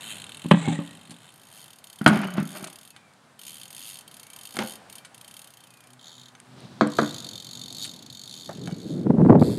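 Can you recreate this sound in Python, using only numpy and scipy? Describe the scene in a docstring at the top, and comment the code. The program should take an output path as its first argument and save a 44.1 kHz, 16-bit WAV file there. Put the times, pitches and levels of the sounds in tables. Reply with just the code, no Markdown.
"""BMX runs on a driveway: the rear hub rattles in ticks whenever the rider coasts, from the start on.
Pegs slam onto a tall hollow plywood ledge, then a low one, and grind: boom, crack, scrape, drone and squeals.
A bird whistles faintly; tyres land on asphalt and scuff, then bump up a wooden ramp as a far motor swells.
They drop onto grass, and at the end wind builds up and buffets the microphone.
Noise is filtered for rattles, cracks, scrapes and wind; damped modes boom and ring; sines drone and whistle."""
import sys
import numpy as np
from scipy import signal
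from scipy.fft import rfft, irfft
from scipy.io import wavfile
from scipy.ndimage import uniform_filter1d

SR = 44100
rng = np.random.default_rng(int(sys.argv[2]) if len(sys.argv) > 2 else 0)


def to_wav(sig):
    """Store sig (one row per channel, or 1-D mono) as 16-bit WAV at the path in sys.argv[1].

    Samples outside -1..1 are clipped; the rate is SR.
    """
    pcm = np.clip(np.atleast_2d(sig), -1, 1) * 32767
    pcm = np.round(pcm).astype(np.int16)
    wavfile.write(sys.argv[1], SR, pcm.T)  # frames by channels


N = 422575
TIME = np.arange(N) / SR


def undb(db):
    """Decibels to amplitude gain."""
    return 10 ** (np.asarray(db) / 20)


def sine(phase_turns):
    """Sine of a phase counted in turns."""
    return np.sin(2 * np.pi * phase_turns)


def noise():
    """White noise of unit power."""
    return rng.standard_normal(N)


def walk(rate_hz):
    """Smooth random drift with unit spread, about rate_hz new values per second."""
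    hold = max(int(SR / rate_hz), 1)
    steps = np.repeat(rng.standard_normal(N // hold + 1), hold)
    drift = uniform_filter1d(steps, hold)[:N]
    return drift / drift.std()


def swell(rows):
    """Gain along (time_s, level_db) rows, silent outside them."""
    time_s, level_db = np.transpose(rows)
    inside = (TIME >= time_s[0]) & (TIME <= time_s[-1])
    return undb(np.interp(TIME, time_s, level_db)) * inside


def bell(at_s, sigma_s):
    """Gaussian rise and fall around one moment."""
    return np.exp(-.5 * ((TIME - at_s) / sigma_s) ** 2)


def fade(t, t60_s):
    """Exponential decay, 60 dB down after t60_s."""
    return np.exp(-np.log(1000) * t / t60_s)


def held(start_s, end_s, attack_s, t60_s, db_per_s):
    """Attack up to the start, a hold that slopes in dB, and a release after the end."""
    rise = np.clip(1 + (TIME - start_s) / attack_s, 0, 1)
    slope = undb(db_per_s * (np.clip(TIME, start_s, end_s) - start_s))
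    return rise * slope * fade(np.maximum(TIME - end_s, 0), t60_s)


def bursts(rows):
    """Envelope of sudden bursts from (time_s, level_db, t60_s) rows; their powers add."""
    power = np.zeros(N)
    for time_s, level_db, t60_s in rows:
        part = power[int(time_s * SR):][:SR // 2]
        part += (undb(level_db) * fade(TIME[:len(part)], t60_s)) ** 2
    return np.sqrt(power)


def impulses(times_s, sizes):
    """One single-sample push at each time."""
    return np.bincount((np.asarray(times_s) * SR).astype(int), sizes, N)[:N]


def ring(x, response):
    """Pass a sound through an impulse response."""
    return signal.fftconvolve(x, response)[:N]


def unit(response):
    """Scale a response to unit energy."""
    return response / np.linalg.norm(response)


def modal(modes):
    """Half-second response of damped modes; their gains are scaled to unit total power."""
    t = TIME[:SR // 2]
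    total = sum(undb(db) * fade(t, t60_s) * np.cos(2 * np.pi * hz * t) for hz, db, t60_s in modes)
    return total / np.linalg.norm(undb([db for _, db, _ in modes]))


def tint(x, points, size=4096):
    """Causal minimum-phase unit-energy filter through (freq_hz, relative_db), falling off outside."""
    hz, db = np.transpose(points)
    octave = np.log2(np.maximum(np.arange(size // 2 + 1), 1) * SR / size)
    knots = np.log2(hz)
    outside = np.abs(octave - np.clip(octave, knots[0], knots[-1]))
    curve_db = np.interp(octave, knots, db) - 18.0 * np.minimum(outside, 2)  # dB per octave, 2 octaves
    cepstrum = irfft(np.log(undb(curve_db)))
    # folding the cepstrum gives minimum phase
    cepstrum[1:size // 2] *= 2
    cepstrum[size // 2 + 1:] = 0
    return ring(x, unit(irfft(np.exp(rfft(cepstrum)))))


def soften(x, contact_hz, low_hz=85):
    """The contact cushions a push above contact_hz; the deepest bass hardly radiates."""
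    cushioned = signal.sosfilt(signal.butter(4, min(contact_hz, SR / 3), fs=SR, output="sos"), x)
    return signal.sosfilt(signal.butter(2, low_hz, "highpass", fs=SR, output="sos"), cushioned)


# still air among the trees: freq_hz, relative_db
AIR_COLOUR = [(40, -42.5), (70, -14.5), (115, 1.5), (200, -0.5), (380, -9), (760, -3.5), (1600, -7),
              (2400, -13.5), (4000, -16.5), (6000, -21), (9000, -19), (12000, -29.5), (15500, -41)]
# its level: time_s, level_db
AIR_LEVEL = [(0, -50), (1.2, -57.5), (1.8, -56.5), (3.2, -58), (4.8, -54), (5.8, -58), (6.4, -56),
             (8.2, -62), (9.58, -53.5)]


def air():
    """Soft air in the trees: filtered noise with a slight flutter."""
    return tint(noise() * swell(AIR_LEVEL) * undb(0.79 * walk(18)), AIR_COLOUR)


# distant motor tones: freq_hz, relative_db
MOTOR_LINES = [(126, 3), (250, 1.5), (376, -9)]
# its swell: loudest_s, sigma_s, level_db
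MOTOR_SWELL = (6.97, 0.78, -57)


def motor():
    """Hum of three sines that share one wavering clock and level."""
    clock_s = np.cumsum(1 + 0.0062 * walk(13)) / SR
    loudest_s, sigma_s, level_db = MOTOR_SWELL
    level = bell(loudest_s, sigma_s) * undb(level_db + 4.7 * walk(8))
    return level * sum(undb(db) * sine(hz * clock_s) for hz, db in MOTOR_LINES)


# distant bird whistles: start_s, length_s, start_hz, end_hz, level_db
WHISTLES = [(2.85, .32, 2750, 2270, -63), (4.2, .18, 2120, 2330, -60), (4.88, .2, 2170, 2380, -61),
            (5.56, .14, 3400, 3000, -63), (5.65, .26, 2650, 2370, -62)]


def bird():
    """Far whistles: sines that slide fast, then ease into the end pitch, wavering."""
    out, waver = np.zeros(N), 1 + 0.019 * walk(300)
    for start_s, length_s, start_hz, end_hz, level_db in WHISTLES:
        progress = np.clip((TIME - start_s) / length_s, 0, 1)
        pitch_hz = (end_hz + (start_hz - end_hz) * (1 - progress) ** 2) * waver
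        envelope = np.sqrt(np.abs(np.sin(np.pi * progress)))
        out += undb(level_db) * envelope * sine(np.cumsum(pitch_hz) / SR)
    return out


# wind gusts: peak_s, peak_db (before steady_db), rise_db_per_s, fall_db_per_s
GUSTS = [(8.62, -30, 160, 55), (9.313, -9.4, 48, 61)]
# buffets, each with a pop on the microphone port: time_s, buffet_db, pop_db (before EDDY_COLOUR)
BUFFETS = [(9.068, -19, -3.5), (9.105, -12.5, -6), (9.184, -18.5, -4), (9.217, -12.5, 1), (9.25, -16, 1.5),
           (9.298, -11.5, 10.5), (9.304, -6.5, 11.5), (9.327, -8, 4), (9.354, -10.5, 5.5), (9.421, -8, -11)]
BUFFET_SIGMA_S = 0.0081
# turbulence; small eddies and pops: freq_hz, relative_db
WIND_COLOUR = [(25, -43), (60, -27), (110, -7.5), (170, -0.5), (270, -5), (400, -12), (650, -25.5),
               (1200, -63), (2500, -73)]
EDDY_COLOUR = [(200, -18), (450, 8), (900, -2.5), (1600, -17.5), (3000, -40.5), (5000, -49)]


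def wind(steady_db=-3.0, flutter_db=2.0, eddy_db=-1.5, eddy_growth=1.564):
    """Turbulence thumps on the microphone; bright eddies grow faster than the force;
    each buffet adds a sharp pop of its own level."""
    gusts = [undb(db + np.minimum(rise * (TIME - peak_s), fall * (peak_s - TIME)))
             for peak_s, db, rise, fall in GUSTS]
    force = np.linalg.norm(gusts, axis=0) * undb(steady_db + flutter_db * walk(60))
    for time_s, buffet_db, _ in BUFFETS:
        force = np.hypot(force, undb(buffet_db) * bell(time_s, BUFFET_SIGMA_S))
    eddies = noise() * force ** eddy_growth * undb(eddy_db + 5.0 * (walk(300) - 2))
    times_s, _, pop_db = np.transpose(BUFFETS)
    pops = impulses(times_s, undb(pop_db))
    return tint(noise() * force, WIND_COLOUR) + tint(eddies - pops, EDDY_COLOUR)


def yard(x, echo_db=-23, t60_s=1.0, delay_s=0.046, dull_hz=3500):
    """House front and trees scatter a faint, dull echo."""
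    t = TIME[:SR]
    response = rng.standard_normal(SR) * fade(t, t60_s) * (t > delay_s)
    dull = signal.sosfilt(signal.butter(1, dull_hz / (SR / 2), output="sos"), x)
    return x + undb(echo_db) * ring(dull, unit(response))


# tyre passes: nearest_s, sigma_s, level_db
ROLLS = [(.3, .7, -53.5), (3.6, 0.6, -62.5), (4.781, 0.19, -60.5), (6.66, 0.11, -47), (7.102, 0.22, -44),
         (7.796, 0.31, -48), (8.612, 0.33, -50)]
# tyres on asphalt and planks: freq_hz, relative_db
ROLL_COLOUR = [(50, -36), (110, -2), (200, -1.5), (270, -5.5), (400, -14.5), (800, -17), (2000, -29),
               (4000, -20.5)]


def tyres():
    """Tyres roll past on asphalt and planks: filtered noise, uneven in level."""
    power = sum((undb(db) * bell(nearest_s, sigma_s)) ** 2 for nearest_s, sigma_s, db in ROLLS)
    return tint(noise() * np.sqrt(power) * undb(1.7 * walk(30)), ROLL_COLOUR)


# steel bike parts clicking together: time_s, level_db, t60_s
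CLINKS = [(.513, -31, .044), (1.107, -41.5, 0.096), (2.062, -25.5, 0.015), (2.0765, -20, 0.056),
          (2.6425, -29, .03), (2.672, -40, 0.075), (2.964, -50.5, .05), (3.136, -50, 0.013),
          (4.568, -23.5, 0.01), (4.589, -34, .04), (5.049, -43, .078), (5.933, -41.5, 0.014),
          (6.401, -40.5, .013), (6.605, -41, 0.0048), (6.873, -32, .012), (7.848, -33.5, .079),
          (8.674, -42.5, .022)]
# steel contact: freq_hz, relative_db
STEEL_COLOUR = [(1200, -10.5), (2200, -7), (4300, -1), (5700, -11.5), (7000, -7), (9000, 0), (10500, -9),
                (13000, -22), (15500, -45)]


def clinks():
    """Loose steel parts click: short bright noise bursts."""
    return tint(noise() * bursts(CLINKS), STEEL_COLOUR)


# frame, pegs and spokes ringing after a blow: freq_hz, relative_db, undamped_t60_s
FRAME_MODES = [(803, -4.5, 0.3), (1182, -6, .15), (1340, -4, .2), (1456, -0.5, .25), (1600, -2.5, 0.23),
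               (1935, -6.5, .5), (2152, -4, 0.19), (2264, -6, 0.54), (2566, -1, 0.089), (2900, -9, .4),
               (3080, -3.5, 0.31), (3510, -3.5, .3), (4381, -9.5, .15), (6240, -4, .2), (8772, -5, .12),
               (9151, -7.5, .12)]


def frame(x, ring_db):
    """Whatever shakes the bike also sets its steel tubes ringing."""
    return x + undb(ring_db) * ring(x, unit(modal(FRAME_MODES)))


# chain and pegs slapping the frame: time_s, level_db
FRAME_SLAPS = [(.514, -31), (0.564, -44), (.65, -39), (2.063, -15), (2.15, -45), (2.19, -37), (2.39, -51),
               (2.6425, -37), (2.964, -40), (5.049, -38.5), (6.352, -41), (8.656, -50), (8.6744, -31),
               (8.712, -39)]


def clatter(damping=0.13, tick_db=-14, tick_t60_s=.03):
    """Chain and pegs slap the frame; the rider's grip cuts the ring of the tubes short."""
    out = np.zeros(N)
    for time_s, level_db in FRAME_SLAPS:
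        # each slap lands somewhere else, so the modes share it differently
        chance = rng.standard_normal((len(FRAME_MODES), 2))
        modes = [(hz * (1 + 0.0072 * detune), db + 3 * share, t60_s * damping)
                 for (hz, db, t60_s), (detune, share) in zip(FRAME_MODES, chance)]
        part = out[int(time_s * SR):][:SR // 2]
        part += undb(level_db) * modal(modes)[:len(part)]
    ticks = bursts((time_s, db + tick_db, tick_t60_s) for time_s, db in FRAME_SLAPS)
    return soften(out, 9200) + tint(noise() * ticks, STEEL_COLOUR)


def rub(pressure, colour, rough_db):
    """A sliding contact catches and slips in uneven jolts."""
    jolts = undb(rough_db * (walk(260) - 2) + 1.5 * walk(40))
    return tint(noise() * jolts * pressure, colour)


# tyres scuffing after landing: time_s, pressure_db (before the jolts of rub)
SCUFF_PRESSURE = [(4.62, -60), (4.68, -50), (4.76, -52), (4.86, -54.5), (5.0, -66)]
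# freq_hz, relative_db
SCUFF_COLOUR = [(250, -14), (500, 0), (750, -1), (1200, -17), (2500, -14)]


def scuff():
    """The tyres scuff as the bike swerves after landing."""
    return rub(swell(SCUFF_PRESSURE), SCUFF_COLOUR, rough_db=2.0)


# pegs sliding along a ledge: start_s, end_s, scrape_db (before the jolts of rub), scrape_slope_db_per_s,
# drone_db, drone_hz, drone_sag_hz_per_s, surface
GRINDS = [(0.536, 0.752, -39, 22, -23, 167.4, 38, "tall ledge"),
          (2.086, 2.345, -21.5, -73, -22.5, 223.8, 193, "low ledge"),
          (2.378, 2.41, -30.5, -120, -27.5, 207, 12, "low ledge"),
          (2.51, 2.678, -41, 7, -46.5, 200.2, 30, "low ledge")]
GRIND_ATTACK_S, GRIND_RELEASE_T60_S = .015, 0.29  # the peg bites, then lifts off
# ledge scrapes: freq_hz, relative_db
TALL_SCRAPE = [(400, -1), (600, 2.5), (820, -3), (1100, -9.5), (1550, -4.5), (2200, -4), (3000, -3.5),
               (3900, -2.5), (5200, -29), (6500, -14), (7700, -4), (9700, -17), (13000, -42.5)]
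LOW_SCRAPE = [(240, -12), (400, 0.5), (446, -25), (594, -1.5), (925, -9), (1340, -7.5), (1790, -13.5),
              (2470, -14), (2990, -19), (3760, -24), (7000, -36), (9100, -59), (15400, -120)]


def sliding(surface):
    """How hard the pegs scrape along one ledge; the powers of its grinds add."""
    power = sum((undb(db) * held(start_s, end_s, GRIND_ATTACK_S, GRIND_RELEASE_T60_S, slope)) ** 2
                for start_s, end_s, db, slope, *_, on in GRINDS if on == surface)
    return np.sqrt(power)


def scrapes():
    """Pegs scrape along both ledges: jolting noise in each ledge's colour."""
    tall = rub(sliding("tall ledge"), TALL_SCRAPE, rough_db=3.6)
    return tall + rub(sliding("low ledge"), LOW_SCRAPE, rough_db=3.0)


DRONE_FADE_DB_PER_S, DRONE_RELEASE_T60_S = 28, 0.22


def drone(wobble=0.054, flutter_db=3):
    """Sliding keeps the plywood droning, lower as the peg moves along: wavering, falling sines."""
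    out, waver, flutter = np.zeros(N), 1 + wobble * walk(110), undb(flutter_db * walk(60))
    for start_s, end_s, _, _, level_db, hz, sag_hz_per_s, _ in GRINDS:
        pitch_hz = (hz - sag_hz_per_s * (np.clip(TIME, start_s, end_s) - start_s)) * waver
        envelope = held(start_s, end_s, GRIND_ATTACK_S, DRONE_RELEASE_T60_S, -DRONE_FADE_DB_PER_S)
        out += undb(level_db) * envelope * flutter * sine(np.cumsum(pitch_hz) / SR)
    return out


# a peg binding on the edge: time_s, sigma_s, pitch_hz, level_db
SQUEALS = [(0.67, .025, 2170, -39), (0.703, 0.038, 810, -34), (0.759, 0.018, 1906, -36),
           (0.843, 0.055, 1870, -51), (2.238, 0.0072, 2930, -35), (2.29, .04, 3020, -46.5)]


def squeals(wobble=0.0123):
    """The peg binds and squeals; the grip keeps breaking, so the tone is rough."""
    chatter = walk(170)
    clock_s = np.cumsum(1 + wobble * walk(350)) / SR
    return chatter * sum(undb(db) * bell(time_s, sigma_s) * sine(hz * clock_s)
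                         for time_s, sigma_s, hz, db in SQUEALS)


# coasting: start_s, end_s, ticks_per_s (before rocking), tick_db (before gain_db),
# approach_s, retreat_s, hub_colour
COASTS = [(.007, .51, 34.8, -37.5, 0, 0, "first"), (.8, 1.31, 34, -45, 0, .3, "first"),
          (1.321, 1.79, 36.48, -43, 0.41, 0.016, "driveway"), (1.84, 2.91, 34.27, -40, 0, 0.19, "driveway"),
          (3.391, 4.02, 26.73, -39, 0, 0.16, "driveway"),
          (4.077, 4.76, 25.3, -38.5, 0.17, 0.054, "driveway"), (4.897, 4.99, 35, -35.5, 0, 0.2, "driveway"),
          (5.144, 5.94, 29.9, -40.5, 0.02, 0.56, "driveway"), (5.992, 6.3, 32.27, -43.5, 0.19, 0, "far"),
          (6.899, 8.064, 44.5, -34, 0.11, 0.18, "ramp"), (8.099, 9.034, 46.3, -37, 0.021, 0.66, "ramp"),
          (9.394, 9.58, 47.95, -40.5, 0.038, 0, "last")]
# cranks rocked backwards (+) or forwards (-): time_s, sigma_s, extra_ticks_per_s
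CRANK_ROCKS = [(0.082, 0.0706, 79.7), (0.455, 0.083, 10), (0.85, 0.03, 37.5), (1.001, 0.112, 15.5),
               (1.257, 0.044, 53), (1.417, 0.067, 16.9), (1.57, 0.05, 72), (2.122, 0.04, 52.5),
               (2.324, 0.036, -5.0), (2.548, 0.05, 62.1), (2.831, 0.019, 20.5), (3.523, 0.079, 55.5),
               (3.866, 0.078, 85.0), (4.154, 0.033, 12.5), (4.562, 0.13, 37.5), (4.689, 0.036, 39.5),
               (5.393, 0.0483, 10.5), (6.105, 0.078, 53.9), (7.019, 0.099, 21.5), (7.554, 0.042, 5),
               (7.826, 0.032, 71), (8.038, 0.054, -18.5), (8.389, 0.059, 44), (8.891, 0.0561, 55),
               (9.498, 0.0586, 83.5)]
# hub colours: freq_hz, relative_db
HUB_FIRST = [(1500, -5), (2200, -5.5), (3000, 2), (4200, -0.5), (5400, -43.5), (6600, -7), (8500, -2),
             (11000, -8), (13000, -17.5), (15500, -46)]
HUB_DRIVEWAY = [(1900, -12.5), (2600, -8.5), (3150, -1.5), (3900, -6.5), (4900, -4.5), (5700, -14),
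                (6500, -4), (7500, -11), (8900, -1.5), (10500, -4), (12400, -6), (13400, -24.5),
                (15500, -29.5)]
HUB_FAR = [(2000, -31.5), (2800, -20), (3200, 0), (3900, 3), (5400, -13.5), (7000, -2), (8500, -20),
           (11000, -11.5), (13500, -31), (15500, -27)]
HUB_RAMP = [(2200, -18), (2750, -23.5), (3100, -9), (3600, 0.5), (4450, 0), (5400, -14), (6700, -4.5),
            (7800, -10), (9200, -16), (10800, -12), (12500, -19.5), (14000, -24), (15500, -37)]
HUB_LAST = [(1530, -11), (2600, -13.5), (2950, -27), (3310, -4), (4610, -1.5), (5780, -18.5), (7750, -7.5),
            (9310, -15), (11100, -9.5), (14000, -25), (15000, -34)]
# hub shell and spokes ringing after each tick: freq_hz, relative_db, t60_s
HUB_MODES = [(2698, -1.5, .04), (3135, -0.5, .04), (3640, -1.5, 0.032), (4404, -2.5, .05),
             (6700, -1.5, .05), (8700, -4.5, 0.044), (9800, -4, 0.054), (12100, -0.5, 0.043)]
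RECEDE_DB_PER_S = 19.5  # the hub grows fainter with distance
SPIN_DB_PER_OCTAVE = 1.5  # faster teeth hit the pawls harder


def freewheel(rise_s=0.0017, tick_t60_s=0.02, tail_db=-21, tail_t60_s=0.16,
              scatter_db=1.68, gain_db=3.2, ring_db=-11):
    """Pawls drop over each ratchet tooth a moment apart: a short rattle that rings through hub and spokes."""
    t = TIME[:SR // 10]
    decay = fade(t, tick_t60_s) + undb(tail_db) * fade(t, tail_t60_s)
    tick = (1 - np.exp(-(t / rise_s) ** 2)) * decay
    colours = {"first": HUB_FIRST, "driveway": HUB_DRIVEWAY, "far": HUB_FAR,
               "ramp": HUB_RAMP, "last": HUB_LAST}
    rocking = sum(extra * bell(time_s, sigma_s) for time_s, sigma_s, extra in CRANK_ROCKS)
    tick_power = {hub: np.zeros(N) for hub in colours}
    for start_s, end_s, wheel_rate, tick_db, approach_s, retreat_s, hub in COASTS:
        inside = (TIME >= start_s) & (TIME <= end_s)
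        rate = np.maximum(wheel_rate + rocking[inside], 1)
        tooth = np.diff(np.floor(np.cumsum(rate) / SR), prepend=-1) > 0
        drops_s = TIME[inside][tooth]
        away_s = np.maximum(start_s + approach_s - drops_s, 0) + np.maximum(drops_s - end_s + retreat_s, 0)
        spin_db = SPIN_DB_PER_OCTAVE * np.log2(rate[tooth] / wheel_rate)
        level_db = tick_db - RECEDE_DB_PER_S * away_s + spin_db + gain_db
        tick_power[hub] += impulses(drops_s, undb(level_db) ** 2)
    accent = undb(scatter_db * walk(60))
    rattle = np.zeros(N)
    for hub, colour in colours.items():
        envelope = np.sqrt(np.abs(ring(tick_power[hub], tick ** 2)))
        rattle += tint(noise() * accent * envelope, colour)
    return rattle + undb(ring_db) * ring(rattle, unit(modal(HUB_MODES)))


# blows: time_s, thump_db (before modes and softening), clack_db, clack_t60_s, surface
BLOWS = [(0.445, -30, -38, 0.055, "tall ledge"), (0.457, -21, -42, .04, "tall ledge"),
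         (0.5116, -6.5, -3.5, 0.039, "tall ledge"), (.517, -6, -24, .04, "tall ledge"),
         (.536, -12.5, -26, .05, "tall ledge"), (.675, -19, -31, 0.068, "tall ledge"),
         (.683, -13.5, -47, .08, "tall ledge"), (.724, -26, -41, .08, "tall ledge"),
         (0.788, -20.5, -37, 0.16, "tall ledge"), (1.095, -43, -58, .05, "tall ledge"),
         (1.112, -40, -50, 0.16, "tall ledge"), (2.012, -20.5, -30.5, 0.029, "low ledge"),
         (2.0618, -7, -3.5, 0.057, "low ledge"), (2.070, -11, -26, .036, "low ledge"),
         (2.083, -10.5, -21, .069, "low ledge"), (2.112, -14, -37, .08, "low ledge"),
         (2.168, -18, -30, 0.16, "low ledge"), (2.256, -28, -43, .044, "low ledge"),
         (2.365, -42, -36.5, 0.13, "low ledge"), (2.38, -17, -35, 0.19, "low ledge"),
         (2.424, -26, -48, .043, "low ledge"), (2.625, -32, -57, .05, "low ledge"),
         (4.546, -41, -42.5, .1, "asphalt"), (4.568, -31, -24, 0.024, "asphalt"),
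         (4.589, -27.5, -14, 0.018, "asphalt"), (4.603, -25, -32, 0.09, "asphalt"),
         (4.638, -25.5, -37, .08, "asphalt"), (6.81, -33, -7.5, .023, "ramp"),
         (6.819, -10, -38, 0.092, "ramp"), (6.866, -20.5, -44, .05, "ramp"),
         (6.9869, -16, -11, 0.038, "ramp"), (6.995, -18.5, -30, 0.097, "ramp"),
         (7.022, -15, -39, .07, "ramp"), (7.262, -41, -51, .063, "ramp"),
         (8.492, -34.5, -29, 0.058, "grass"), (8.583, -31, -55, .08, "grass"),
         (8.6742, -29, -32, 0.024, "grass")]


def knocks(surface, modes, colour, tail_db, tail_t60_s, contact_hz):
    """Each blow booms in the low modes, cracks as a short burst of coloured noise and leaves the bike rattling."""
    rows = [row for *row, on in BLOWS if on == surface]
    times_s, thump_db, clack_db, t60_s = np.transpose(rows)
    boom = soften(ring(impulses(times_s, undb(thump_db)), modal(modes)), contact_hz)
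    crack = bursts(zip(times_s, clack_db, t60_s))
    tails = bursts((time_s, db + tail_db, tail_t60_s) for time_s, db in zip(times_s, clack_db))
    rattle = tails * undb(3.5 * walk(180))
    return boom + tint(noise() * np.hypot(crack, rattle), colour)


# low modes of each surface: freq_hz, relative_db, t60_s
TALL_LEDGE_MODES = [(88, -39, 0.067), (133.7, -13.5, .13), (169, 12, 0.14), (200.3, 11, 0.13),
                    (236, 4, 0.23), (283.8, 5.5, 0.28), (350, -18.5, .15), (521.6, -13, .16)]
LOW_LEDGE_MODES = [(75, -39.5, .1), (125, -30.5, .1), (159, -4.5, 0.32), (185.5, -2.5, 0.24),
                   (208, 4.5, 0.13), (268, -11, 0.36), (344.4, -20.5, 0.13)]
ASPHALT_MODES = [(70, -15, 0.079), (132, 1.5, .1), (216.4, 11.5, 0.13), (293, -10, 0.12), (367, -6.5, .12),
                 (523, 2, 0.25)]
RAMP_MODES = [(85, -29, .1), (150, -11, 0.29), (178, -28, .12), (215, 5.5, 0.14), (293.6, 1, 0.23),
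              (345, -15, 0.24), (494, -7.5, 0.26), (635, -15, 0.26)]
GRASS_MODES = [(110, -1, .1), (158, 15, .12), (235, -10, .1), (326, 4, 0.081)]
# clack of each surface with the bike on it: freq_hz, relative_db
TALL_LEDGE_CLACK = [(300, -3), (400, -12), (560, 8.5), (700, -7.5), (820, 0.5), (1150, -3), (1450, -15),
                    (1720, -6), (2000, -18), (2570, -10.5), (3100, -10.5), (3900, -20.5), (5200, -55)]
LOW_LEDGE_CLACK = [(180, -44), (300, 4), (375, -4.5), (417, -19), (670, -1.5), (1020, -9), (1380, -2),
                   (2190, -11), (2410, -17.5), (3260, -14.5), (3670, -32.5), (4650, -24.5), (5520, -36),
                   (7000, -41.5), (9100, -65), (15400, -120)]
ASPHALT_CLACK = [(120, -31), (200, -4), (488, -10.5), (810, -6), (1040, -14.5), (1470, -10.5), (1860, -19),
                 (2230, -11.5), (2400, -20), (2580, -16.5), (7000, -31.5), (9100, -66), (15400, -120)]
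RAMP_CLACK = [(150, -47.5), (250, -12), (403, -15), (660, -14), (850, -22), (1070, -13.5), (1910, -24.5),
              (2630, -37), (2850, -52), (3090, -34.5), (4420, -32), (5120, -49), (6000, -45), (7800, -48),
              (13200, -120)]
GRASS_CLACK = [(300, -8), (600, -0.5), (780, 2), (1000, -10.5), (1750, -12), (2600, -32), (5000, -30)]


def landings():
    """The blows on all five surfaces, each with its own modes, clack, rattle tail and contact softness."""
    out = knocks("tall ledge", TALL_LEDGE_MODES, TALL_LEDGE_CLACK, tail_db=-16.5, tail_t60_s=0.2, contact_hz=370)
    out += knocks("low ledge", LOW_LEDGE_MODES, LOW_LEDGE_CLACK, tail_db=-11, tail_t60_s=0.18, contact_hz=410)
    out += knocks("asphalt", ASPHALT_MODES, ASPHALT_CLACK, tail_db=-16.0, tail_t60_s=0.26, contact_hz=800)
    out += knocks("ramp", RAMP_MODES, RAMP_CLACK, tail_db=-14.5, tail_t60_s=0.25, contact_hz=795)
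    out += knocks("grass", GRASS_MODES, GRASS_CLACK, tail_db=-10, tail_t60_s=0.17, contact_hz=600)
    return out


def bike():
    """Hub, blows, rubbing and loose steel shake the frame; drone, squeals and tyres bypass it."""
    shaking = freewheel() + landings() + scrapes() + scuff() + clinks() + clatter()
    return frame(shaking, ring_db=-24) + drone() + squeals() + tyres()


def scene():
    """The bike echoing in the yard, over air, motor and bird, with the wind on top."""
    surroundings = air() + motor() + bird()
    return (surroundings + wind() + yard(bike()))[None]


TOP_HZ = 15800


def record(dry):
    """The microphone thins the deep bass, rounds off the loudest peaks and cuts the top."""
    thin = signal.sosfilt(signal.butter(1, 45, "highpass", fs=SR, output="sos"), dry)
    rounded = thin / (1 + thin ** 6) ** (1 / 6)
    return signal.sosfilt(signal.ellip(10, .2, 80, TOP_HZ, fs=SR, output="sos"), rounded)


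dry = scene()
out = record(dry)
to_wav(out)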